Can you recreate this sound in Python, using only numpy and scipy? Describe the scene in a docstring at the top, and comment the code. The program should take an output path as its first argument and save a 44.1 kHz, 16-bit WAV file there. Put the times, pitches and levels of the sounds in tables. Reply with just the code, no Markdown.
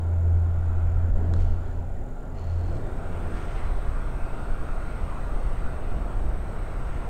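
"""First an engine drone swells under far jet roar, at a wet fence on an airfield's edge, a cricket close by.
Gusts buffet the microphone; the fence ticks and rattles. From 2.3 to 3.35 s the place shifts nearer the apron,
where the hiss brightens, turbines whine faintly and the insect chorus rises as the cricket fades.
Shaped noise makes roar, hiss, wind, grass, chorus and rattle; sines make drone, whine and insect notes;
filtered clicks with decaying sines make the taps."""
import sys
import numpy as np
from scipy import signal
from scipy.fft import rfft, irfft, next_fast_len
from scipy.io import wavfile
from scipy.ndimage import uniform_filter1d, minimum_filter1d, map_coordinates

SR = 44100
rng = np.random.default_rng(int(sys.argv[2]) if len(sys.argv) > 2 else 0)


def file_out(sig):
    """Save sig as 16-bit WAV at sys.argv[1]."""
    # one column per channel
    cols = np.atleast_2d(sig).T
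    # limit, then scale
    lim = np.clip(cols, -1, 1)
    pcm = np.round(lim * 32767).astype(np.int16)
    wavfile.write(sys.argv[1], SR, pcm)


N = 312669


def amp(db):
    """Decibels to gain."""
    return 10 ** (np.asarray(db) / 20)


def unit(x):
    """x scaled to rms 1."""
    return x / np.sqrt(np.mean(x ** 2) + 1e-20)


def clock():
    """The time of each sample [s]."""
    return np.arange(N) / SR


def curves(rows):
    """One value per sample for each column after the time."""
    s, *columns = np.transpose(rows)
    return [np.interp(clock(), s, column) for column in columns]


def wobble(rate):
    """A random curve joining normal draws (mean 0, deviation 1), rate knots a second."""
    knots = rng.standard_normal(int(N * rate / SR) + 4)
    return map_coordinates(knots, [clock() * rate], mode="nearest")


def turns(hz):
    """Cycles completed at a changing frequency, from a random start."""
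    return np.cumsum(hz) / SR + rng.random()


def sine(hz):
    """A sine of peak 1 at a changing frequency."""
    return np.sin(2 * np.pi * turns(hz))


def bell(centre, width):
    """A bell-shaped rise and fall; at one width [s] from its centre it is down to 1/e."""
    return np.exp(-((clock() - centre) / width) ** 2)


def swells(rows):
    """Gain of bell-shaped swells (centre [s], width [s], level [dB]) whose powers add."""
    return np.sqrt(sum((amp(db) * bell(s, width)) ** 2 for s, width, db in rows))


def filtered(x, response):
    """x times a response of frequency, padded so that the end does not wrap to the start."""
    size = next_fast_len(N + 8192)
    return irfft(rfft(x, size) * response(np.fft.rfftfreq(size, 1 / SR)), size)[:N]


def coloured(x, spectrum):
    """x shaped by (frequency [Hz], gain [dB]) points on a log axis."""
    f, db = np.transpose(spectrum)
    return filtered(x, lambda hz: amp(np.interp(np.log(hz + 1), np.log(f), db)))


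def noise(spectrum):
    """Steady coloured noise of rms 1."""
    return unit(coloured(rng.standard_normal(N), spectrum))


def far_noise(spectrum, patchy_db):
    """Noise of rms 1 whose bands fade in and out on their way through moving air."""
    bands = signal.stft(rng.standard_normal(N), nperseg=1024)[2]
    field = rng.standard_normal(bands.shape)
    field = uniform_filter1d(field, size=7, axis=0)  # across frequency
    field = uniform_filter1d(field, size=14, axis=1)  # across time
    patchy = signal.istft(bands * amp(patchy_db * unit(field)))[1][:N]
    return unit(coloured(patchy, spectrum))


# Share of the power heard from the apron side: (time [s], share [0-1])
APRON_SHARE = [(0, 0.12), (2.3, 0.01), (2.7, 0.42), (3.35, 1)]


def places():
    """Gains of the fence side and the apron side, crossing at equal power."""
    share = np.clip(curves(APRON_SHARE)[0], 0, 1)
    return np.sqrt(1 - share), np.sqrt(share)


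# Colour of the faint background hiss: (frequency [Hz], gain [dB])
AIR_SPECTRUM = [(100, 0), (5000, 0.24), (10000, -0.31), (16000, -2)]


def air():
    """A faint even noise, a little stronger by the apron."""
    return amp(-72.0 + 3.4 * curves(APRON_SHARE)[0]) * noise(AIR_SPECTRUM)


# Colour of the blended chorus: (frequency [Hz], gain [dB])
CHORUS_SPECTRUM = [(6800, -54), (7550, -11.5), (7950, 0.5), (8250, 2.5), (8450, 4.5), (8750, -7.5),
                   (8930, -0.5), (9120, -20.5), (9800, -52)]
# Insects that stand out of the chorus: (start [s], end [s], pitch [Hz], peak level [dB])
NEARER_SINGERS = [(0, 3.9, 8320, -82.5), (3.2, 5.7, 8780, -71), (3.4, 7.09, 8200, -78),
                  (6.3, 7.09, 8600, -87)]
FIELD_CHORUS_DB, APRON_CHORUS_DB = -79, -66


def chorus():
    """Many insects blur into a shimmering band of noise; a few nearer ones hold their own buzzing pitch."""
    t = clock()
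    far, near = places()
    level = np.hypot(far * amp(FIELD_CHORUS_DB), near ** 2 * amp(APRON_CHORUS_DB))
    shimmer = amp(0.6 * wobble(2) + 0.89 * wobble(70))
    out = level * shimmer * noise(CHORUS_SPECTRUM)
    for start, end, hz, db in NEARER_SINGERS:
        # fades in over 0.27 s before the start and out as long after the end
        singing = np.clip(np.minimum(t - start, end - t) / 0.27 + 1, 0, 1)
        out += amp(db + 1.7 * wobble(60)) * singing * sine(hz + 55 * wobble(250))
    return out


# Colour of brushed grass before each gust tilts it: (frequency [Hz], gain [dB])
GRASS_SPECTRUM = [(600, -24), (1800, 9.5), (3300, 3.5), (5000, -4), (6300, -4.5), (9500, -13.5),
                  (11500, -32)]
# Gusts in the grass: (start [s], length [s], level [dB], brightness [dB per octave])
GRASS_GUSTS = [(1.327, 0.22, -67.5, 5), (1.385, 0.055, -58, 3), (3.29, 0.3, -55, -1.5),
               (3.528, 0.18, -53.5, -5)]


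def grass():
    """Short gusts brush through the grass, each a swell of noise with its own brightness."""
    out = np.zeros(N)
    for start, length, db, tilt in GRASS_GUSTS:
        progress = np.clip((clock() - start) / length, 0, 1)
        swell = np.sqrt(np.abs(np.sin(np.pi * progress)))
        colour = [(hz, gain + tilt * np.log2(hz)) for hz, gain in GRASS_SPECTRUM]
        out += amp(db + 1.4 * wobble(50) + 1.9 * wobble(500)) * swell * noise(colour)
    return out


CRICKET_DB, STROKES_PER_S = -74, 42.1


def cricket(pitch_hz=7135, fall_hz=260, duty=0.5):
    """Each closing of the wings gives a short note that falls in pitch, over a steady rasping band."""
    far, _ = places()
    stroke = turns(STROKES_PER_S + 0.22 * wobble(3.4)) % 1 / duty  # 0-1 sounds, above 1 is silent
    swell = np.sqrt(np.abs(np.sin(np.pi * np.minimum(stroke, 1))))
    note = sine(pitch_hz - fall_hz * (stroke - 0.5) + 40 * wobble(400))
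    rasp = amp(-4.5) * noise([(4500, -34), (6200, -9.5), (6900, -2), (7700, -14), (9000, -39.5)])
    level = np.sqrt(far) * amp(CRICKET_DB + 0.73 * wobble(30))
    return level * (unit(swell * note) + rasp)


# Colour of the click: (frequency [Hz], gain [dB])
CLICK_SPECTRUM = [(500, -13), (1200, 1), (2300, -14), (3800, 9), (5500, 5), (8500, 4), (10500, -9),
                  (15000, -26.5)]
# Ringing of the metal: (frequency [Hz], level [dB], time to fall 60 dB [s])
METAL_MODES = [(1150, 7.5, 0.01), (1620, 3.5, 0.0081), (3540, -9, .016), (4080, -5, 0.016),
               (5450, -12, 0.0067), (7540, -13.5, .012)]
# Sharp taps on the fence: (time [s], level that click and ring are set against [dB])
FENCE_TAPS = [(1.139, -50.5), (1.3383, -39), (1.366, -52), (1.714, -55), (2.395, -58), (2.769, -51)]


def taps():
    """Each tap is a hard click and a very short ring of the metal."""
    out = np.zeros(N)
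    for s, db in FENCE_TAPS:
        age = np.maximum(clock() - s, 0)
        click = coloured(signal.unit_impulse(N, round(s * SR)), CLICK_SPECTRUM)
        click = amp(10.5) * click / np.abs(click).max()
        ring = np.zeros(N)
        for hz, level, t60 in METAL_MODES:
            mode_db = level + rng.normal(0, 1.8)  # each tap excites the modes differently
            ring += amp(mode_db - 60 * age / t60) * np.sin(2 * np.pi * hz * age)
        out += amp(db) * (click + ring)
    return out


# Colour of the loose wire: (frequency [Hz], gain [dB])
WIRE_SPECTRUM = [(1200, -37.5), (2400, 0), (3200, -3.5), (3950, -10), (4220, 2.5), (4420, 2.5),
                 (4620, -7.5), (5600, -11), (6500, -9), (11000, -34)]
# Bursts of the wire: (start [s], length before release [s], level [dB])
WIRE_BURSTS = [(1.19, .08, -71), (1.315, 0.23, -66.5), (1.623, .13, -75), (2.33, .42, -63)]
ATTACK_S, RELEASE_S = 0.05, 0.08
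CHATTER_HZ, ACCENT_DB = 105.5, 4


def rattle():
    """A loose fence wire scrapes and chatters in bursts, every third contact accented."""
    contacts = turns(CHATTER_HZ + 2 * wobble(16))
    accent = amp(ACCENT_DB * (contacts % 3 < 1))
    strikes = accent * np.exp(-(contacts % 1) / 0.16)
    scrape = 0.41
    chatter = (strikes + scrape) * amp(1.1 * wobble(60)) * rng.standard_normal(N)
    level = np.zeros(N)
    for start, length, db in WIRE_BURSTS:
        age = clock() - start
        attack = np.clip(age / ATTACK_S, 0, 1)
        level += amp(db) * attack * np.exp(-np.maximum(age - length, 0) / RELEASE_S)
    return level * unit(coloured(chatter, WIRE_SPECTRUM))


# Colour of the wind at the microphone: (frequency [Hz], gain [dB])
BUFFET_SPECTRUM = [(8, -4.5), (18, -2.5), (30, -3), (45, -11), (65, -15), (100, -24.5), (160, -37.5),
                   (350, -60.5), (900, -97)]
# The breeze at the microphone: (time [s], level [dB])
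BREEZE_LEVEL = [(0, -34), (1.0, -25), (2.1, -30), (4.2, -25.5), (7.09, -29)]
# Gusts on top of it: (centre [s], width [s], level [dB])
MIC_GUSTS = [(1.14, 0.057, -15.5), (1.46, 0.086, -17.5), (3.71, 0.058, -23.5), (4.55, .06, -23),
             (5.5, 0.26, -24.5), (5.94, 0.08, -23.5), (6.26, 0.13, -22)]
LUMP_DB, LUMPS_PER_S = 1.47, 8


def wind():
    """A lumpy breeze and a few stronger gusts push on the microphone as low turbulent noise."""
    eddies = noise(BUFFET_SPECTRUM)
    strength = np.sqrt(np.abs(uniform_filter1d(eddies ** 2, size=6000)) + 1e-3)
    breeze = amp(curves(BREEZE_LEVEL)[0] + LUMP_DB * wobble(LUMPS_PER_S))
    # the wind sets the force, the eddies only the fine shape
    return np.hypot(breeze, swells(MIC_GUSTS)) * unit(eddies / strength)


# Colour of the exhaust rumble: (frequency [Hz], gain [dB])
SURGE_SPECTRUM = [(50, -0.5), (110, 1.5), (180, 5), (260, 1), (350, 2), (600, -2.5), (900, -12.5),
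                  (1800, -52.5)]
# Its swells: (centre [s], width [s], level [dB])
RUMBLE_SWELLS = [(1.28, 0.23, -37.5), (2.8, 0.17, -39), (3.28, 0.29, -40.5), (6.55, 0.26, -46.5)]


def surges():
    """Swells of rumble as the wind bends the far exhaust noise down to the ground."""
    return swells(RUMBLE_SWELLS) * noise(SURGE_SPECTRUM)


# Partials of the engine note: (multiple of its pitch, relative level [dB])
ENGINE_ORDERS = [(1, 2.5), (1.5, -29.5), (2, -23)]
# Its swells: (centre [s], width [s], level [dB])
ENGINE_SWELLS = [(.33, 0.35, -22.5), (.93, 0.39, -25.5), (1.39, 0.22, -25), (1.79, .22, -36),
                 (2.58, 0.2, -29.5), (3.25, 0.38, -39)]
DRONE_HZ, DRONE_WANDER_HZ = 84.44, 0.41
HUM_HZ, HUM_DB = 248.2, -52  # rms level


def drone():
    """A low engine note of locked partials swells and sinks; a fainter wavering hum stays with the fence."""
    far, _ = places()
    phase = 2 * np.pi * turns(DRONE_HZ + DRONE_WANDER_HZ * wobble(6))
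    note = sum(amp(level) * np.sin(order * phase) for order, level in ENGINE_ORDERS)
    note_level = swells(ENGINE_SWELLS) * amp(-0.07 + 0.6 * wobble(8.8))
    hum = amp(HUM_DB + 2.2 * wobble(7.9)) * sine(HUM_HZ + 2.15 * wobble(11))
    return np.sqrt(2) * (note_level * note + far * hum)  # root 2 takes a sine's rms to its peak


# Colours of roar and hiss at the fence and by the apron: (frequency [Hz], gain [dB])
FENCE_ROAR_SPECTRUM = [(50, -13), (120, 12), (200, -0.5), (290, -4), (390, 0), (470, -4), (660, -2),
                       (820, -5), (1000, -17.5), (1400, -30.5), (2500, -60)]
APRON_ROAR_SPECTRUM = [(40, 1), (85, 9.5), (130, 7.5), (200, 2), (300, 0), (520, -2), (680, -1),
                       (850, -5.5), (1100, -18), (1500, -22.5), (2500, -56)]
FENCE_HISS_SPECTRUM = [(500, -25), (950, 0), (1200, -5), (1400, 1.5), (1650, -8.5), (2100, -12),
                       (2600, -18), (3500, -23), (4800, -30), (8000, -42)]
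APRON_HISS_SPECTRUM = [(500, -28.5), (950, -0.5), (1200, 1), (1450, 0), (1700, -7.5), (2100, -9.5),
                       (2600, -13.5), (3100, -19), (4200, -23.5), (5000, -28.5), (7000, -30.5),
                       (10000, -42)]
# Moving air lifts or muffles the hiss: (centre [s], width [s], change [dB])
AIR_DRIFTS = [(0.25, .35, -1.7), (1.66, 0.074, 3), (2.05, 0.42, -4.5), (3.4, 0.29, 0.5), (6.35, 0.36, -2)]
# Turbine tones: (frequency [Hz], peak level [dB])
TURBINE_TONES = [(695, -60), (1395, -56.5), (3758, -78.5), (3855, -83.5), (4153, -81), (5563, -84)]
FENCE_ROAR_DB, APRON_ROAR_DB = -40, -37.5
FENCE_HISS_DB, APRON_HISS_DB = -51, -46
ROAR_WAVER_DB = 0.35
WHINE_FLICKER_DB, WHINE_FLICKERS_PER_S = 3.5, 8


def jets():
    """Exhaust roar and mixing hiss; from the apron they are stronger and carry wandering turbine tones."""
    far, near = places()
    roar = far * amp(FENCE_ROAR_DB) * far_noise(FENCE_ROAR_SPECTRUM, patchy_db=-0.1)
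    roar += near * amp(APRON_ROAR_DB) * far_noise(APRON_ROAR_SPECTRUM, patchy_db=0.53)
    hiss = far * amp(FENCE_HISS_DB) * far_noise(FENCE_HISS_SPECTRUM, patchy_db=1.3)
    hiss += near ** 2 * amp(APRON_HISS_DB) * far_noise(APRON_HISS_SPECTRUM, patchy_db=1.73)
    drift_db = sum(db * bell(s, width) for s, width, db in AIR_DRIFTS)
    whine = np.zeros(N)
    for hz, db in TURBINE_TONES:
        level = amp(db + WHINE_FLICKER_DB * wobble(WHINE_FLICKERS_PER_S))  # flicker in the moving air
        whine += level * sine(hz + 2 * wobble(2) + 5 * wobble(45))
    roar *= amp(ROAR_WAVER_DB * wobble(3))
    hiss *= amp(drift_db + 0.32 * wobble(4.2))
    return roar + hiss + near * whine


def scene():
    """Everything meets at one microphone."""
    insects = chorus() + cricket()
    nearby = grass() + taps() + rattle() + wind()
    engines = surges() + drone() + jets()
    return (air() + insects + nearby + engines)[None]


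CEILING, TOP_HZ = 0.245, 15750  # limiter ceiling [of full scale], band limit [Hz]


def record(dry):
    """A limiter ducks around peaks above its ceiling; nothing passes above the band limit."""
    needed = np.minimum(1, CEILING / (np.abs(dry[0]) + 1e-9))
    gain = uniform_filter1d(minimum_filter1d(needed, size=700), size=350)
    return filtered(dry[0] * gain, lambda hz: hz < TOP_HZ)[None]


dry = scene()
out = record(dry)
file_out(out)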